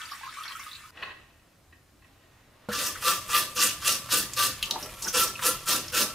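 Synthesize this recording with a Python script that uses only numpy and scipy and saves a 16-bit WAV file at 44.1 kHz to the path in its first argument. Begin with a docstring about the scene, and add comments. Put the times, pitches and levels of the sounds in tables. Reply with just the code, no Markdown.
"""A quiet workshop, then a sink, both heard close up through two microphone ports.
A cast metal stove shell lifted out of a bath drips as ringing bubbles over a fine spray; it is then handled
and set down on a cloth, with damped knocks and rustling grains. After a cut it stands in the sink under a
thin tap stream while a wire brush, dense clicks that ring shell and sink, scrubs its toothed rim.
The brush pauses while the shell is dragged round. Room tone and a wavering low hum lie behind."""
import sys
import numpy as np
from scipy import signal
from scipy.fft import rfft, irfft
from scipy.io import wavfile

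SR = 44100
rng = np.random.default_rng(int(sys.argv[2]) if len(sys.argv) > 2 else 0)


def unload_wav(signal):
    """Save mono or channel-first audio to the path in sys.argv[1] as 16-bit WAV at rate SR, clipped to [-1, 1]."""
    wavfile.write(
        sys.argv[1],
        SR,
        np.round(np.clip(np.atleast_2d(signal).T, -1, 1) * 32767).astype(np.int16),
    )


def boost(x):
    """Linear amplitude factor 10**(x/20) for a level x in decibels (scalar or array-like)."""
    u = np.asarray(x, float) / 20
    return 10 ** u


N = 270774
TIME = np.arange(N) / SR
BATH_ENDS_S, SINK_STARTS_S, TURN_S = 0.908, 2.6865, 4.8


# Tone of the bristles on metal: freq_hz, level_db (relative)
BRISTLES = [(880, -71), (1500, 5.5), (1770, -6), (2170, -7.5), (2780, 2.5), (3060, -1), (5560, -0.5),
            (7670, -5), (8370, -3), (12900, -5.5), (15500, -8.5)]


def brushing():
    """Wires catch and let go in dense uneven clicks, in flurries as they cross the teeth of the rim."""
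    wires = grains(9000.0, spread_db=3.0) * boost(1.2 * drift(60.0))
    scratch = patchy(colour(wires, BRISTLES), patchy_db=2.3, rate=18.0)
    ringing = shell(wires)
    bright_ring = rms_one(cut(ringing, 2700, "high"))
    middle = rms_one(cut(scratch, 7530, "low")) + boost(-18.0) * bright_ring
    hiss = rms_one(cut(scratch, 8300, "high"))
    ring = rms_one(cut(ringing, 2050, "low"))
    shaken = rms_one(boom(grains(2500.0, spread_db=2.5)))
    brushed = np.sum(strokes() * [middle, hiss, ring, shaken], axis=0)
    stream_ring = boost(-58) * ring  # the stream from the tap keeps the shell faintly ringing
    return brushed + dragging(scratch, ring, shaken) + stream_ring


# Brush strokes: lands_s, touch_db, rise_s, full_db, hold_s, shell_ring_db, sink_boom_db
# (touch and full are bristle levels; ring and boom are added to the stage colours below)
STROKES = [(2.73, -37.5, 0.083, -31, 0.055, -0.5, 3), (3.024, -37.5, 0.057, -25.5, 0.022, 2, 1.5),
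           (3.293, -38.5, 0.052, -25.5, 0.033, 1, 1), (3.565, -34, 0.054, -24.5, 0.022, -2.5, -0.5),
           (3.82, -40.5, 0.057, -25.5, 0.026, -4, 1), (4.11, -30, 0.017, -26.5, 0.058, -3.5, 3.5),
           (4.373, -31, 0.055, -25, 0.01, -1.5, -0.5), (5.143, -28, 0.021, -25.5, 0.056, -2, 5),
           (5.426, -35, 0.034, -26, .012, 1, 2), (5.674, -30.5, 0.046, -26, 0.011, -3, 5.5),
           (5.935, -32.5, 0.042, -26.5, 0.034, -2.5, 6.5)]
# Colour of a stroke, one row each for approach, landing, full pressure, lift, trailing and end:
# hiss_db, shell_ring_db, sink_boom_db (all re bristles)
STAGES = [(9, -13, -23), (-4.5, -3, -13), (-3, -1.5, -21.5), (2, -1.5, -17), (-6.5, -3.5, -11),
          (1, -19, -5)]


def strokes():
    """Each stroke lands, swells to full pressure, holds, lifts and trails; the loudest at any moment is heard."""
    approach_s, approach_db = 0.015, -18  # the first wires touch this long before, this much weaker
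    sag_db_per_s, lift_db_per_s = 47, 195.5  # loss while the brush holds, and as it lifts
    trail_db, trail_db_per_s, trail_s = -49, 87, 0.2  # below this level only trailing wires drag
    boom_lag_s = 0.018  # the heavy sink answers the brush late
    levels_db = np.full((4, N), -120.0)
    for lands_s, touch_db, rise_s, full_db, hold_s, ring_db, boom_db in STROKES:
        lift_db = full_db - sag_db_per_s * hold_s
        lift_s = (lift_db - trail_db) / lift_db_per_s
        steps_s = np.maximum([approach_s, rise_s, hold_s, lift_s, trail_s], 0.001)
        times_s = lands_s - approach_s + np.cumsum([0, *steps_s])
        end_db = trail_db - trail_db_per_s * trail_s
        bristle_db = np.array([touch_db + approach_db, touch_db, full_db, lift_db, trail_db, end_db])
        colours_db = np.add(STAGES, [0, ring_db, boom_db])
        layers_db = bristle_db[:, None] + np.c_[np.zeros(len(STAGES)), colours_db]
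        curves_db = [np.interp(TIME, times_s, c, left=-120, right=-120) for c in layers_db.T]
        levels_db = np.maximum(levels_db, curves_db)
    levels_db[-1] = np.interp(TIME - boom_lag_s, TIME, levels_db[-1])
    return boost(levels_db)


# The shell dragged round on the sink: time_s, grind_db, gritty_hiss_db, grind_centre_hz
DRAG = [(4.6, -61, -66, 1122), (4.64, -61, -40, 1130), (4.762, -42, -71, 754), (4.8, -54, -42, 775),
        (4.862, -44.5, -47, 520), (4.885, -55.5, -66, 580), (5.0, -65.5, -49, 930),
        (5.062, -43.5, -42.5, 1050), (5.088, -43.5, -32.5, 1190), (5.124, -76, -55, 1160)]


def dragging(scratch, ring, shaken):
    """The shell grinds round on the sink: low rough contact shakes both, with gritty hiss on top."""
    grind_db, grit_db, grind_hz = in_time(DRAG)
    turning = (TIME > DRAG[0][0]) & (TIME < DRAG[-1][0])
    rough = grind(grind_hz) + boost(-1.5) * shaken + boost(-8.0) * ring
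    return turning * (boost(grind_db) * rough + boost(grit_db) * rms_one(scratch))


def grind(centre_hz):
    """Rough metal on enamel: coarse clicks in a low region that moves with the contact."""
    clicks = grains(2000.0, spread_db=-6.0)
    out = np.zeros(N)
    for hz in np.geomspace(400, 1700, 8):
        band = rms_one(resonance(clicks, hz, hz / 31.0))
        out += boost(-24.0 * np.abs(np.log2(hz / centre_hz))) * band
    return out


# Ticks of wire and metal on the rim: start_s, peak_db (rattle alone), pitch_hz, t60_s (driving burst),
# width_share (of pitch)
TICKS = [(2.689, -36, 3150, 0.5, 0.96), (3.311, -36, 1320, 0.05, 0.67), (4.089, -29.5, 1300, 0.055, 0.97),
         (4.334, -23, 6240, 0.042, 0.87), (4.626, -12.5, 3030, 0.032, 0.71), (4.657, -26.5, 4350, 0.032, 1),
         (4.709, -13, 4020, 0.014, 0.49), (4.825, -28, 5500, 0.086, 0.15), (5.021, -24, 5760, 0.11, 1.4),
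         (5.392, -26, 1410, 0.1, 0.77), (5.88, -29, 5500, .03, 0.25)]
# Short scrapes on the rim: start_s, peak_db (rattle alone), pitch_hz, t60_s (driving burst)
SCRAPES = [(2.686, -30.5, 1330, .12), (2.709, -29, 1650, 0.12), (2.947, -35, 1520, 0.032),
           (2.953, -33, 1240, 0.036), (2.956, -36.5, 1970, .07), (4.632, -19.5, 2840, 0.02),
           (4.754, -28.5, 838, 0.032), (5.043, -25, 5500, 0.019), (5.063, -30, 1470, 0.047),
           (5.076, -17.5, 6000, 0.056), (5.273, -26.5, 5550, 0.032), (5.351, -30, 2670, 0.046)]


def ticks():
    """Each tick is a crack and a short rattle about its own pitch; it also strikes the shell."""
    tick_rise_s, scrape_rise_s, scrape_width = 0.0012, 0.0092, 0.16
    # each landing ticks too: its peak follows the stroke's shell ring
    landings = [(lands_s, -30.5 + ring_db, 1300, 0.096, 0.52) for lands_s, *_, ring_db, _ in STROKES]
    rows = [(*row, tick_rise_s) for row in TICKS + landings]
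    rows += [(*row, scrape_width, scrape_rise_s) for row in SCRAPES]
    out, blows, t = np.zeros(N), np.zeros(N), TIME[:SR // 6]
    for start_s, peak_db, hz, t60, width_share, rise_s in rows:
        noise = rng.standard_normal((2, len(t)))
        swell = np.minimum(t / max(rise_s, 0.0002), 1) * boost(-60 * t / max(t60, 0.005))
        width_hz = np.clip(width_share, 0.03, 1.5) * hz
        rattle = resonance(resonance(noise[0] * swell, hz, width_hz), hz, width_hz)
        crack = cut(noise[1] * swell, 2700, "high")
        crack_gain = boost(-4.5 - 2100 * rise_s)  # slow scrapes crack less
        tick = rattle / np.abs(rattle).max() + crack_gain * crack / np.abs(crack).max()
        add(out, start_s, boost(peak_db) * tick)
        add(blows, start_s, boost([peak_db - 1500 * rise_s]))  # and strike the shell less
    return out + boost(23.0) * shell(blows)


def thud():
    """The shell rocks down on the sink: one short push rings the sink's modes."""
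    push = np.zeros(N)
    add(push, 2.6875, np.hanning(30))
    struck = boom(push, rocking=True)
    return boost(-21.5) * struck / np.abs(struck).max()  # peak dB


# Resonances of the shell on the sink: freq_hz, width_hz, before_turn_db, after_turn_db
SHELL = [(503, 20, -11, -7), (1000, 35, -17, -12), (1168, 13, -0.5, -6), (1192, 13, 0, -7),
         (1345, 17, -5, 1), (1725, 60, -13, -14), (2000, 50, -15, -15), (2698, 40, -6, -9),
         (2866, 30, -8, -9), (3385, 50, -9, -12), (4442, 40, -9, -12), (4700, 60, -10, -9),
         (5447, 55, -9, -9), (5907, 30, -9, -11), (6698, 30, -4, -7), (6858, 25, -5, -4),
         (7295, 30, -9, -9)]


def shell(x):
    """The turn puts brush and hand on other spots, so modes change strength; they also waver along a stroke."""
    out = np.zeros(N)
    for k, (hz, width_hz, before_db, after_db) in enumerate(SHELL):
        wavering = x * boost(2.73 * drift(23.0)) + 1e-18
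        level = boost(np.where(TIME < TURN_S, before_db, after_db))
        out += (-1) ** k * level * resonance(wavering, hz, width_hz)
    return out


# Resonances of the sink under the shell: freq_hz, width_hz, shaken_db, struck_db
BOOM = [(205, 21, -2, 6.5), (283.2, 30, 0, -32), (374, 134, -6, -10), (451, 26, -11.5, -3),
        (487, 12.7, -8, 10), (611, 30, -4.5, 0), (780, 330, -14.5, -9)]


def boom(x, rocking=False):
    """The sink's modes, shaken by the brush or struck by the rocking shell."""
    out = np.zeros(N)
    for k, (hz, width_hz, shaken_db, struck_db) in enumerate(BOOM):
        level_db = struck_db if rocking else shaken_db
        out += (-1) ** k * boost(level_db) * resonance(x + 1e-18, hz, width_hz)
    return out


# Run-off into the bath: time_s, trickle_db, spray_db
RUNOFF = [(0.0, -41, -48.5), (0.074, -47.5, -52), (0.238, -54.5, -52.5), (0.5, -45, -52),
          (0.624, -48.5, -51), (0.778, -57, -55.5), (0.9, -58, -58)]
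# Loudest drops: start_s, level_db (before the weighting by pitch), pitch_hz
DROPS = [(0.0156, -20.5, 3250), (0.1135, -22, 4720), (0.118, -22.5, 1186), (0.211, -35.5, 920),
         (0.231, -28, 1660), (0.233, -30.5, 1070), (0.264, -30, 1070), (0.276, -26, 1283),
         (0.2904, -26.5, 3290), (0.353, -32, 2300), (0.37, -30.5, 1144), (0.384, -31, 1190),
         (0.407, -26, 1262), (0.4364, -18, 3300), (0.455, -28.5, 1580), (0.4644, -26.5, 2370),
         (0.4786, -17.5, 4300), (0.509, -32, 1100), (0.552, -28, 1337), (0.594, -29.5, 1150),
         (0.6013, -23.5, 2206), (0.664, -29, 1234), (0.7128, -25, 3820), (0.7304, -23, 4080),
         (0.7512, -20, 3980), (0.838, -31, 1270)]
# Tone of the fine spray: freq_hz, level_db (relative)
SPRAY = [(350, -51), (600, -29), (979, -32), (1080, 9), (1230, 11), (2640, -5.5), (3660, -10.5),
         (6310, -14), (9370, -14), (15500, -21.5)]


def dripping():
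    """Drops trap bubbles that ring and rise in pitch; many small ones come at random over a fine spray."""
    trickle_db, spray_db = in_time(RUNOFF)
    born = grains(450.0 * boost(3.0 * drift(15.0)), spread_db=4.0)
    dealt = rng.integers(0, 24, N)  # each small bubble gets one of 24 pitches
    small = np.zeros(N)
    for k, hz in enumerate(np.geomspace(950, 6000, 24)):
        small += resonance(born * (dealt == k) + 1e-18, hz, hz / 21.0) * (900 / hz) ** 0.89
    spray = rms_one(patchy(colour(grains(6000.0, spread_db=1.0), SPRAY), patchy_db=3.5, rate=18.0))
    low_spray = rms_one(cut(spray, 3000, "low"))
    out = boost(trickle_db) * (boost(-1.5) * rms_one(small) + boost(-7.0) * low_spray)
    out += boost(spray_db) * rms_one(cut(spray, 2450, "high"))

    t = TIME[:SR // 8]
    for start_s, level_db, hz in DROPS:
        t60 = 0.034 / (hz / 1e3) ** 0.44  # ring time, shorter for higher bubbles
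        swell = (1 - np.exp(-t / 0.0026)) * boost(level_db - 60 * t / t60)
        bubble = np.sin(2 * np.pi * hz * t * (0.97 + 1.7 * t))
        noise = rng.standard_normal(len(t))
        splash = rms_one(resonance(resonance(noise, hz, hz / 5), hz, hz / 5))
        # high drops are more splash than bubble
        add(out, start_s, swell * (bubble * 1500 / hz + splash * hz / 9000))
    return out


# Shell handled and set down: start_s, peak_db (shell alone), strongest_hz, scuff_t60_s
KNOCKS = [(0.972, -36.5, 2600, 0.033), (1.024, -23.5, 1910, 0.042), (1.032, -24, 2610, 0.014),
          (1.393, -55, 2570, 0.046), (1.724, -46, 1870, 0.1), (1.734, -57, 1890, 0.044),
          (2.019, -52, 1200, 0.1), (2.043, -46.5, 1990, 0.032)]
# Resonances of the shell, damped by gloves: freq_hz, width_hz (limited in held_mode), level_db
HELD_SHELL = [(443, 230, -3), (1070, 98, 7), (1324, 100, 0), (1650, 200, 5), (1873, 190, 8.5),
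              (2140, 300, -19), (2624, 240, 6.5), (2860, 220, 2.5), (3360, 230, -4), (3950, 320, -4.5),
              (4300, 170, -5), (5000, 110, -37)]


def knocks():
    """Padded contacts scuff the held shell and ring its damped modes, with a thin bright edge."""
    t, out = TIME[:SR // 3], np.zeros(N)
    for start_s, peak_db, centre_hz, t60 in KNOCKS:
        noise = rng.standard_normal(len(t))
        scuff = cut(noise * boost(-60 * t / max(t60, 0.005)), 6000, "low")  # padded contact is dull
        knock = np.zeros(len(t))
        for hz, width_hz, level_db in HELD_SHELL:
            away_db = 3.8 * abs(np.log2(hz / centre_hz))
            knock += boost(level_db - away_db) * held_mode(scuff, hz, width_hz)
        crack = 0.5 * cut(noise, 4500, "high") * boost(-25 - 60 * t / 0.025)
        add(out, start_s, boost(peak_db) * (knock / np.abs(knock).max() + crack))
    return out


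# Shell sliding in the gloves and over the cloth: time_s, cloth_db, shell_ring_db (re cloth)
RUSTLE = [(0.918, -71, 2), (0.965, -54.5, -2), (0.98, -51, 1), (1.05, -50.5, 6), (1.119, -56.5, 11.5),
          (1.145, -57.5, -6), (1.38, -72.5, 2), (2.01, -72.5, -23), (2.08, -63, -17), (2.162, -68.5, -3),
          (2.68, -62.5, -10)]
# Tone of the cloth: freq_hz, level_db (relative)
CLOTH = [(180, -3), (300, -4.5), (590, 0), (1030, -0.5), (1640, -2.5), (1970, -3), (3450, -8.5),
         (15500, -35.5)]


def rustling():
    """Glove friction rings the held shell while the cloth rustles in fine grains."""
    cloth_db, ring_db = in_time(RUSTLE)
    friction = cut(grains(4000.0, spread_db=2.5), 4500, "low")
    rub = sum(boost(level_db) * held_mode(friction, hz, width_hz) for hz, width_hz, level_db in HELD_SHELL)
    cloth = rms_one(colour(grains(8000.0, spread_db=2.5), CLOTH)) * boost(1.5 * drift(12.0))
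    return (TIME > BATH_ENDS_S) * boost(cloth_db) * (cloth + boost(ring_db) * rms_one(rub))


def held_mode(x, hz, width_hz):
    """A damped mode with steep skirts: two equal resonances in a row."""
    width_hz = np.clip(width_hz, 120, 300)
    return resonance(resonance(x, hz, width_hz), hz, width_hz)


# Tone of the thin tap stream: freq_hz, level_db (relative)
TAP = [(12, -36), (20, 6), (119, 15.5), (439, -8.5), (505, 5), (857, -8), (1160, 9), (1270, -4.5),
       (2150, 1.5), (2610, 3), (5530, -5), (11700, -4), (15500, -13.5)]


def tap():
    """A thin stream of water: dense random clicks of very uneven size, coloured."""
    return boost(-46.5) * rms_one(colour(grains(7000.0, spread_db=8.0), TAP))


# Tone of the quiet workshop: freq_hz, level_db (relative)
ROOM_TONE = [(12, -37), (20, -10.5), (92, -2.5), (191, -13), (298, -11), (427, -19), (667, -17), (746, -22),
             (881, -22), (2330, -27.5), (6540, -30), (12800, -33), (15500, -36)]


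def room_tone():
    """Steady coloured noise of the quiet workshop."""
    return boost(-62) * rms_one(colour(rng.standard_normal(N), ROOM_TONE))


def hum(level_db):
    """A wavering low hum: noise through two narrow resonances in a row."""
    hz, width_hz = 115.6, 6.1
    noise = rng.standard_normal(N)
    return boost(level_db) * rms_one(resonance(resonance(noise, hz, width_hz), hz, width_hz))


def ports(x, width, wet_db, t60, near_t60):
    """A dying tail for both ports; near echoes reach them unequally."""
    mid = x + boost(wet_db) * diffuse(x, t60)
    side = colour(diffuse(mid, near_t60), width)
    return np.array([mid + side, mid - side])


def diffuse(x, t60):
    """Scattered echoes whose paths shift as hands and shell move: two patterns blend slowly."""
    t, turn = TIME[:SR // 2], 2.43 * drift(2.36)
    patterns = rng.standard_normal((2, len(t))) * boost(-60 * t / t60)
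    one, other = (signal.fftconvolve(x, rms_one(echoes) / np.sqrt(len(t)))[:N] for echoes in patterns)
    return np.cos(turn) * one + np.sin(turn) * other


def patchy(x, patchy_db, rate):
    """Half-octave regions swell and fade on their own."""
    edges = 1000 * 2 ** np.arange(0, 4.6, 0.5)
    bins = np.arange(N // 2 + 1) * SR / N + 1
    place = np.clip(2 * np.log2(bins / edges[0]), 0, len(edges) - 1)
    spectrum, out = rfft(x), np.zeros(N)
    for k in range(len(edges)):
        region = irfft(spectrum * np.clip(1 - np.abs(place - k), 0, 1), N)
        out += region * boost(patchy_db * drift(rate))
    return out


def grains(per_s, spread_db):
    """Random clicks of uneven size and sign."""
    sizes = boost(spread_db * np.minimum(rng.exponential(1, N), 3.5)) * rng.choice([-1, 1], N)
    return sizes * (rng.random(N) < per_s / SR)


def drift(rate):
    """Slow random wander of rms 1; rate in Hz sets how fast."""
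    r = np.exp(-2 * np.pi * rate / SR)
    noise = rng.standard_normal(N + SR)
    return rms_one(signal.lfilter([1], [1, -2 * r, r * r], noise)[SR:])


def resonance(x, hz, width_hz):
    """One ringing mode with gain 1 on top."""
    r = np.exp(-np.pi * width_hz / SR)
    poles = [1, -2 * r * np.cos(2 * np.pi * hz / SR), r * r]
    return signal.lfilter([(1 - r * r) / 2, 0, (r * r - 1) / 2], poles, x)


def colour(x, spectrum):
    """Shape by a (freq_hz, level_db) table, straight on a log axis."""
    hz, level_db = np.transpose(spectrum)
    bins = np.arange(N // 2 + 1) * SR / N + 1
    return irfft(rfft(x) * boost(np.interp(np.log(bins), np.log(hz), level_db)), N)


def cut(x, hz, kind):
    """Steep low- or high-pass."""
    sos = signal.butter(4, np.clip(hz, 20, 0.45 * SR), kind, fs=SR, output="sos")
    return signal.sosfilt(sos, x)


def rms_one(x):
    """Scale to rms 1."""
    return x / np.sqrt(np.mean(x ** 2) + 1e-20)


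def in_time(rows):
    """Columns of a curve, sample by sample."""
    time_s, *columns = np.transpose(rows)
    return [np.interp(TIME, time_s, c) for c in columns]


def add(out, start_s, sound):
    """Mix a sound in at start_s."""
    i = round(start_s * SR)
    out[i:i + len(sound)] += sound[:N - i]


# Difference between the two ports: freq_hz, level_db (re their sum)
WORKSHOP_WIDTH = [(60, -35), (110, -22), (200, -9), (380, -7.5), (700, -6), (1290, -10.5), (2380, -7),
                  (4400, -5), (6500, -4), (8120, -15), (11500, -13), (15000, -15)]
SINK_WIDTH = [(60, -45), (110, -35), (200, -44), (380, -26), (700, -12.5), (1290, -18.5), (2380, -10),
              (4400, -7.5), (6500, -5.5), (8120, -17.5), (11500, -19), (15000, -10)]


def scene():
    """Bath and bench in the workshop, then the cut to the sink."""
    bath = ports(dripping(), WORKSHOP_WIDTH, wet_db=-1.0, t60=0.17, near_t60=0.064)
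    bath = bath * (TIME < BATH_ENDS_S)
    at_bench = knocks() + rustling() + room_tone() + hum(-75)
    bench = ports(at_bench, WORKSHOP_WIDTH, wet_db=-6.5, t60=0.55, near_t60=0.28)
    at_sink = brushing() + ticks() + thud() + tap() + hum(-61.5)
    sink = ports(at_sink, SINK_WIDTH, wet_db=-6.0, t60=0.23, near_t60=0.27)
    return np.where(TIME < SINK_STARTS_S, bath + bench, sink)


def top_cut(x):
    """Nothing passes above the cut-off."""
    return signal.sosfilt(signal.butter(12, 16800, fs=SR, output="sos"), x)


def record(dry):
    """Peaks are rounded softly towards half scale and the top is cut steeply at 15.85 kHz."""
    peak_top = 0.5
    rounded = peak_top * np.tanh(dry / peak_top)
    mix = signal.sosfilt(signal.cheby2(16, 40, 15850, fs=SR, output="sos"), rounded)
    return top_cut(mix)


dry = scene()
out = record(dry)
unload_wav(out)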